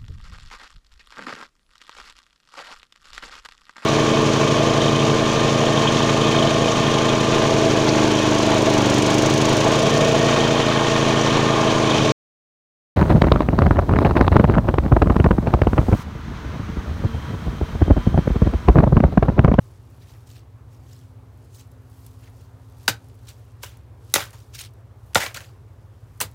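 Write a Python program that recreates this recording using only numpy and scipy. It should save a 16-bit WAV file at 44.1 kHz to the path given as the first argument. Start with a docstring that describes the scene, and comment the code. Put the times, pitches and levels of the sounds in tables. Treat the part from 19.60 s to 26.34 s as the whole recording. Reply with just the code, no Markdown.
"""Spade in wet clay

A spade chops four times into wet, gritty clay in a fenced corner: the soil crunches, air pockets ring,
stones snap and knock the steel, and the ground thuds. Boots, clothes and crumbs rustle in between.
Behind it a far engine idles with a low throb, other machines hum, and wind and traffic make a wash."""
import sys
import numpy as np
from scipy import signal
from scipy.fft import rfft, irfft, next_fast_len
from scipy.io import wavfile
from scipy.ndimage import uniform_filter1d, map_coordinates

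SR = 44100
rng = np.random.default_rng(int(sys.argv[2]) if len(sys.argv) > 2 else 0)


def transcribe(signal):
    """Save signal, clipped to [-1, 1], as a 16-bit WAV file at the path in sys.argv[1]."""
    frames = np.atleast_2d(signal).T
    limited = np.clip(frames, -1, 1)
    pcm = np.round(limited * 32767).astype(np.int16)
    wavfile.write(sys.argv[1], SR, pcm)


N = 297234

# modes of the clay-damped steel blade: (frequency [Hz], width [Hz], level [dB])
BLADE_MODES = [(597, 48, -6), (957, 55, -2), (1500, 110, -0.5), (2034, 120, -4), (2780, 370, -8.5),
               (3755, 260, -5.5)]


def amp(db):
    return 10 ** (np.asarray(db) / 20)


def unit(x):
    return x / np.sqrt(np.mean(x ** 2) + 1e-20)


def along(points, hz):
    """Read (frequency [Hz], value) points on a log axis."""
    freqs, values = np.transpose(points)
    return np.interp(np.log(hz + 1), np.log(freqs + 1), values)


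def wobble(rate):
    """A smooth random curve, rate knots a second."""
    at = np.arange(0, N + SR, max(1, int(SR / rate / 16)))
    knots = rng.standard_normal(int(N * rate / SR + rate) + 4)
    return np.interp(np.arange(N), at, map_coordinates(knots, [at * rate / SR]))


def filtered(x, response):
    """x through a complex frequency response."""
    size = next_fast_len(N + SR // 2)
    return irfft(rfft(x, size) * response(np.fft.rfftfreq(size, 1 / SR)), size)[..., :N]


def coloured(spectrum, x):
    """x shaped by an EQ curve, at rms 1."""
    return unit(filtered(x, lambda hz: amp(along(spectrum, hz))))


def ring(x, hz, width):
    """x through one resonance, at rms 1."""
    return unit(signal.lfilter(*signal.iirpeak(min(hz, 16000), hz / min(width, 10000), SR), x))


def patchy(size, depth_db, bins, frames):
    """Noise whose gain varies at random over patches of frequency and time."""
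    spectra = signal.stft(rng.standard_normal(N + size), nperseg=size)[2]
    patches = uniform_filter1d(rng.standard_normal(spectra.shape), bins, axis=0)
    patches = uniform_filter1d(patches, frames, axis=1)
    return signal.istft(spectra * amp(depth_db * unit(patches)), nperseg=size)[1][:N]


def crunch(spectrum, grain_db, lump_db):
    """Noise broken into tiny grains and lumps, scattered with brief wet resonances."""
    wet = patchy(size=128, depth_db=3.5, bins=2, frames=5)
    return coloured(spectrum, amp(grain_db * wobble(1500) + lump_db * wobble(250)) * wet)


def air():
    """Wind and far traffic: a patchy wash over a lumpy rumble."""
    # colours of the outdoor bed: (frequency [Hz], relative level [dB])
    wash_eq = [(94, -48.5), (160, -13), (264, -6.5), (291, -14), (320, -9), (444, -8.5), (628, -13),
               (1040, -14.5), (2330, -28), (6000, -37.5), (15100, -49), (16000, -45.5)]
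    rumble_eq = [(25, -40), (45, -8), (65, -2), (110, -8.5), (135, -5.5), (170, -17), (260, -50.5)]
    wash = amp(-58) * coloured(wash_eq, patchy(size=512, depth_db=1.2, bins=6, frames=14))
    rumble = amp(-52 + 1.1 * wobble(4.7)) * coloured(rumble_eq, rng.standard_normal(N))
    return wash + rumble


def tone(rms_db, turns):
    return np.sqrt(2) * amp(rms_db) * np.cos(2 * np.pi * turns)


def far_engine():
    """Harmonics locked to one slightly uneven shaft beat into a low throb."""
    # engine orders: (multiple of the cycle rate, level [dB])
    orders = {7: -56.5, 10: -56.5, 12: -48.5, 13: -59.5, 14: -48, 18: -66}
    cycle_hz = 8.025
    shaft = rng.random() + np.cumsum(cycle_hz * (1 + 0.0034 * wobble(2.6))) / SR
    return sum(tone(db + 0.8 * wobble(4.5), order * shaft) for order, db in orders.items())


def machine_hums():
    """Machines drone, each wavering on its own in level and pitch."""
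    # hum tones: (frequency [Hz], level [dB])
    hums = [(68.5, -53), (89.25, -59), (118.4, -57.5), (126.8, -57.5)]
    return sum(tone(db + 2.5 * wobble(3), rng.random() + hz * np.cumsum(1 + .004 * wobble(3)) / SR)
               for hz, db in hums)


def machine_whine():
    """A whine swells once and fades among three faint tones locked to its pitch."""
    hz, top_db, fade_db, top_s, half_s = 261.5, -61, 9, 2.3, 1.9
    from_top = (np.arange(N) / SR - top_s) / half_s
    swell_db = top_db - fade_db * (1 - np.exp(-from_top ** 4))
    turns = np.cumsum(hz * (1 + .004 * wobble(1))) / SR
    neighbours = sum(tone(-74 + 2 * wobble(2), ratio * turns) for ratio in (.75, 1.25, 1.5))
    return neighbours + tone(swell_db + wobble(6), turns)


def cloth():
    """Clothes whisper as the digger moves, with a flickering fizz on top and crumbs ticking at random."""
    # fader ride of the rustle: (time [s], level [dB])
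    ride = [(0, -69), (.3, -70), (.6, -70.5), (.95, -86), (1.25, -70), (1.6, -90), (1.85, -68),
            (2.15, -76.5), (2.45, -64), (2.95, -78), (3.25, -62), (3.45, -69), (3.95, -74), (4.3, -87),
            (4.5, -62), (5.3, -81.5), (5.5, -71.5), (6.25, -79), (6.6, -70)]
    hz, fizz_db = 4400, -6.5
    crumbs_per_s, crumb_db, tick_s = 40, 3, 0.0025
    level_db = np.interp(np.arange(N) / SR, *np.transpose(ride))
    grain = amp(2.2 * wobble(270)) * rng.standard_normal(N)
    whisper = amp(1.5 * wobble(24)) * ring(ring(grain, hz, width=2.1 * hz), hz, width=2.8 * hz)
    crumbs = (rng.random(N) < crumbs_per_s / SR) * amp(crumb_db + 4.9 * rng.standard_normal(N))
    ticks = signal.lfilter([1], [1, -np.exp(-1 / (tick_s * SR))], crumbs)
    fizz = ring(rng.standard_normal(N), 12500, width=10000) * (amp(fizz_db + 3.5 * wobble(7.9)) + ticks)
    return amp(level_db) * (whisper + fizz)


def scuffs():
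    """Boots and the sliding blade rub on soil: bands of grainy noise that swell and fade."""
    # rubs: (time of peak [s], level [dB], half length [s], centre [Hz])
    rubs = [(0.017, -62, 0.048, 5900), (0.425, -57.5, 0.02, 3000), (0.501, -55, 0.029, 3250),
            (0.52, -56, 0.037, 620), (0.554, -60, 0.019, 1500), (0.675, -55, 0.0076, 5800),
            (0.707, -54.5, 0.027, 4600), (0.768, -54.5, 0.024, 3000), (1.133, -62.5, 0.032, 4960),
            (1.326, -57.5, 0.082, 5300), (1.953, -52.5, 0.024, 9000), (1.998, -49.5, 0.019, 5200),
            (2.646, -59.5, 0.035, 2860), (2.681, -55, 0.012, 1400), (2.8, -62, 0.06, 6000),
            (3.69, -60, 0.073, 4900), (3.691, -46, 0.014, 3830), (4.031, -50.5, 0.012, 3990),
            (4.089, -56, 0.057, 3000), (4.795, -58, 0.052, 5350), (4.951, -36.5, 0.012, 3600),
            (4.991, -38, 0.01, 4800), (5.011, -36.5, 0.015, 3670), (5.05, -48, 0.017, 3020)]
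    out, t = np.zeros(N + SR), np.arange(-SR // 4, SR // 4) / SR
    grain = crunch([(200, 0), (16000, 0.0025)], grain_db=-1.5, lump_db=2.0)
    grain = np.pad(grain, (SR // 2, SR), "wrap")
    lean = np.where(t < 0, .75, 1.3)  # quicker to start than to fade
    for s, db, half_s, hz in rubs:
        at = round(s * SR) + SR // 4
        band = ring(grain[at:][:len(t)], hz, width=hz * hz / 1500 + 300)
        rub = ring(band, hz, width=2.1 * hz)
        fizz = unit(np.diff(grain[at:][:len(t) + 1]))  # fine grit brightens every rub
        swell = amp(db) * np.exp(-np.abs(t / half_s / lean) ** 1.2)
        out[at:][:len(t)] += swell * (rub + hz / 11000 * fizz)
    return out[SR // 2:][:N]


def fence_reverb(x):
    """Fences and the hole answer with a short tail whose treble dies first."""
    # reverb decay: (frequency [Hz], t60 [s])
    decay = [(200, .2), (2000, .17), (12000, .11)]
    hz, t, spectra = signal.stft(rng.standard_normal(SR // 2), SR, nperseg=256)
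    tail = signal.istft(spectra * amp(-60 * t / along(decay, hz)[:, None]), SR, nperseg=256)[1]
    predelayed = np.pad(x, (200, 0))
    return signal.fftconvolve(predelayed, tail / np.linalg.norm(tail))[:N]


def thuds():
    """As the blade stops, ground, clod and shaft give short low rings; the deeper, the later they build."""
    # blade stops: (time [s], level [dB], ground boost [dB], ground delay [s])
    stops = [(3.282, -26.5, -1.5, .018), (4.545, -30, -1.5, .03), (5.557, -25.5, 3.5, .004),
             (6.609, -36, 7, .035)]
    # low modes, ground first, then clod and shaft: (frequency [Hz], level [dB], t60 [s])
    modes = [(102.4, 5.5, .14), (194, -3, .12), (299, -4, 0.092), (457, -6, 0.17)]
    out, t = np.zeros(N + SR), np.arange(SR // 4) / SR
    for s, db, ground_db, delay_s in stops:
        for k, (hz, mode_db, t60) in enumerate(modes):
            is_ground = k == 0
            turns = hz * t + .005 * np.cumsum(rng.standard_normal(len(t)))  # loose soil smears the pitch
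            build = (1 - np.exp(-t * hz / 0.48)) ** 2
            decay = amp(db + mode_db + ground_db * is_ground - 60 * t / t60)
            at = round((s + delay_s * is_ground) * SR)
            out[at:][:len(t)] += build * decay * np.sin(2 * np.pi * turns)
    return out[:N]


def cracks():
    """Stones snap on the edge and crumbs land: a one-cycle click and a tiny burst of noise."""
    # snaps and ticks: (time [s], level [dB], centre [Hz])
    snaps = [(2.116, -44.5, 12000), (2.299, -50, 11000), (2.464, -33, 11400), (3.28, -2, 2833),
             (3.497, -47, 3500), (3.591, -49.5, 3780), (3.6912, -32.5, 3870), (4.026, -38, 10460),
             (4.171, -42.5, 12030), (4.5394, 3, 8500), (4.552, -7, 5000), (4.653, -33.5, 7000),
             (4.693, -43.5, 1400), (4.7057, -35.5, 7000), (4.7305, -46, 4100), (4.939, -36, 2950),
             (5.533, -39, 2520), (5.5473, -4, 6000), (5.555, -4, 2800), (5.572, -20.5, 3980),
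             (5.6605, -18, 2200), (5.7437, -22.5, 5970), (5.771, -36, 7900), (5.805, -29, 2600),
             (6.713, -44, 11000)]
    out, t = np.zeros(N + SR), np.arange(SR // 20) / SR
    t60, attack_s, trim_db = 0.017, 0.0004, -6.5
    envelope = amp(-60 * t / t60) * (1 - np.exp(-t / attack_s))
    for s, db, hz in snaps:
        burst = envelope * ring(rng.standard_normal(len(t)), hz, width=0.75 * hz)
        click = amp(5) * np.exp(-2 * hz * t) * np.cos(2 * np.pi * hz * t)
        out[round(s * SR):][:len(t)] += amp(db + trim_db) * (click + burst)
    return out[:N]


def stone_knocks():
    """A stone sets all the blade's modes ringing; clinging clay shifts their pitch and colour."""
    # blows on the steel: (time [s], level [dB], second mode [Hz], tilt [dB/octave])
    blows = [(3.2799, -18, 985, 6), (4.0345, -35, 1000, 2), (4.5396, -25, 966, 7.5), (4.5582, -13, 909, -1),
             (5.5552, -10.5, 898, 2.5), (5.6635, -29, 1080, 2), (6.6118, -24.5, 1000, -0.5)]
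    out, t = np.zeros(N + SR), np.arange(SR // 8) / SR
    hz, width, mode_db = np.transpose(BLADE_MODES)[:, :, None]
    ratio = hz / hz[1]
    for s, db, second_hz, tilt_db in blows:
        strike_db = db + mode_db + tilt_db * np.log2(ratio) + rng.normal(0, 2.2, hz.shape)
        envelopes = amp(strike_db) * np.sqrt(width / width[1]) * np.exp(-np.pi * width * t)
        partials = envelopes * np.sin(2 * np.pi * ratio * second_hz * t)
        out[round(s * SR):][:len(t)] += partials.sum(axis=0)
    return out[:N]


def blade_ring(x):
    """Driven by x, the damped steel rings at its modes, alternating in polarity."""
    return filtered(x, lambda f: sum((-1) ** k * amp(db) * 1j * f * width / (hz**2 - f**2 + 1j * f * width)
                                     for k, (hz, width, db) in enumerate(BLADE_MODES)))


def blade_dispersion(x):
    """Low tones leave the blade later and radiate poorly, so each blow sweeps downward."""
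    lag_cycles, thin_hz = 2.2, 140

    def response(hz):
        lag = np.exp(-2j * np.pi * lag_cycles * np.log(hz + thin_hz))
        return lag * hz ** 2 / (hz ** 2 + thin_hz ** 2)
    return filtered(x, response)


def spade_bites():
    """Each bite crunches and dies away, hiss first; an air pocket rings and rises in pitch as it closes."""
    # bites into clay: (time [s], level [dB], grit t60 [s], pocket pitch [Hz], pocket over wet share [dB])
    bites = [(3.278, -6.5, 0.043, 1550, 9), (3.284, -6.5, 0.068, 580, 8.5), (3.3108, -34, 0.15, 458, 4),
             (4.0301, -27.5, 0.12, 1000, 7), (4.057, -41, 0.21, 2900, 8), (4.539, -11, 0.044, 3800, 10),
             (4.5492, -12.5, 0.12, 3700, 0), (4.557, -11, 0.069, 910, 5), (4.5769, -22, 0.23, 1170, 1),
             (4.6025, -25, 0.17, 1350, 10), (4.729, -41, 0.17, 955, 10), (5.546, -26, 0.096, 3100, 5),
             (5.5565, -9.5, 0.055, 680, 9), (5.567, -14.5, 0.13, 800, 4.5), (5.601, -17, 0.076, 1700, 6.5),
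             (5.6124, -20.5, 0.2, 1810, 4), (5.626, -23, 0.22, 2000, 7), (5.663, -25.5, 0.054, 1700, 9),
             (5.744, -25.5, 0.089, 2400, 10), (5.76, -27.5, 0.1, 1230, 5.5), (5.7703, -30, 0.11, 1620, 9),
             (5.804, -38, 0.31, 448, 1), (6.6022, -15, 0.085, 1990, 3.5), (6.6112, -15.5, 0.068, 1520, 1.5),
             (6.6236, -21.5, 0.097, 570, 3)]
    # strokes, each a run of bites: (first contact [s], wet share [dB], hiss share [dB])
    strokes = [(3.28, -12, -12), (4.0294, -6.5, 1.5), (4.5394, -6.5, -6.5), (5.545, -4, -13),
               (5.743, -7.5, -15.5), (6.6, -10.5, 0)]
    # colours of wet clay, grit and hiss: (frequency [Hz], relative level [dB])
    wet_eq = [(80, -50.5), (280, -25), (520, -1.5), (900, -2.5), (2000, -2), (3500, -23.5)]
    grit_eq = [(50, -39), (200, -11.5), (1200, -9.5), (2000, -6), (4000, -7.5), (7000, -10), (10000, -17)]
    hiss_eq = [(4000, -26.5), (7000, -1.5), (11000, -0.5), (16000, -1)]
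    attack_s, sink_s, close_s = 0.0009, 0.002, .04
    surface_db, trim_db, steel_db = -7.5, -7.0, -9.5
    t, energy, pockets = np.arange(SR // 3) / SR, np.zeros((3, N + SR)), np.zeros(N + SR)
    closing = np.clip(t / close_s, 0, 1)
    for s, db, t60, hz, pocket_db in bites:
        at = round(s * SR)
        contact_s, wet_db, hiss_db = [row for row in strokes if row[0] < s + .005][-1]
        wet_db += surface_db * np.exp(-max(s - contact_s, 0) / sink_s)  # wetter as the blade sinks in
        shares_db = np.array([[0], [wet_db], [hiss_db]])  # rows: grit, wet, hiss
        t60s = t60 * np.array([[1], [1.2], [.8]])
        envelopes = amp(db + trim_db + shares_db - 60 * t / t60s) * (1 - np.exp(-t / attack_s))
        energy[:, at:][:, :len(t)] += envelopes ** 2
        noise, width = rng.standard_normal(len(t)), .12 * hz
        pocket = (1 - closing) * ring(noise, hz, width) + closing * ring(noise, 1.12 * hz, width)
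        pockets[at:][:len(t)] += amp(pocket_db - 45 * t / t60s[1]) * envelopes[1] * pocket
    grit_gain, wet_gain, hiss_gain = np.sqrt(energy[:, :N])
    squelch = wet_gain * crunch(wet_eq, grain_db=3.0, lump_db=3.0)
    edge = grit_gain * crunch(grit_eq, grain_db=2.0, lump_db=1.0) + cracks()
    hiss = hiss_gain * crunch(hiss_eq, grain_db=1.0, lump_db=4.0)
    return edge + squelch + pockets[:N] + hiss + amp(steel_db) * blade_ring(squelch + edge)


def scene():
    """Mono mix: the spade and its reverb over the digger's movements and the outdoor bed."""
    spade = blade_dispersion(spade_bites() + stone_knocks()) + thuds()
    digging = spade + amp(-13.5) * fence_reverb(spade) + scuffs() + cloth()
    return (digging + far_engine() + machine_hums() + machine_whine() + air())[None]


def record(dry):
    """The microphone rounds off the loudest peaks and cuts the deepest bass and the highest treble."""
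    ceiling, low_cut_hz, top_hz = .98, 45, 15850
    soft = dry / (1 + np.abs(dry / ceiling) ** 5) ** (1 / 5)
    return filtered(soft, lambda hz: (1j * hz / (1j * hz + low_cut_hz)) ** 2 / (1 + (hz / top_hz) ** 120))


dry = scene()
out = record(dry)
transcribe(out)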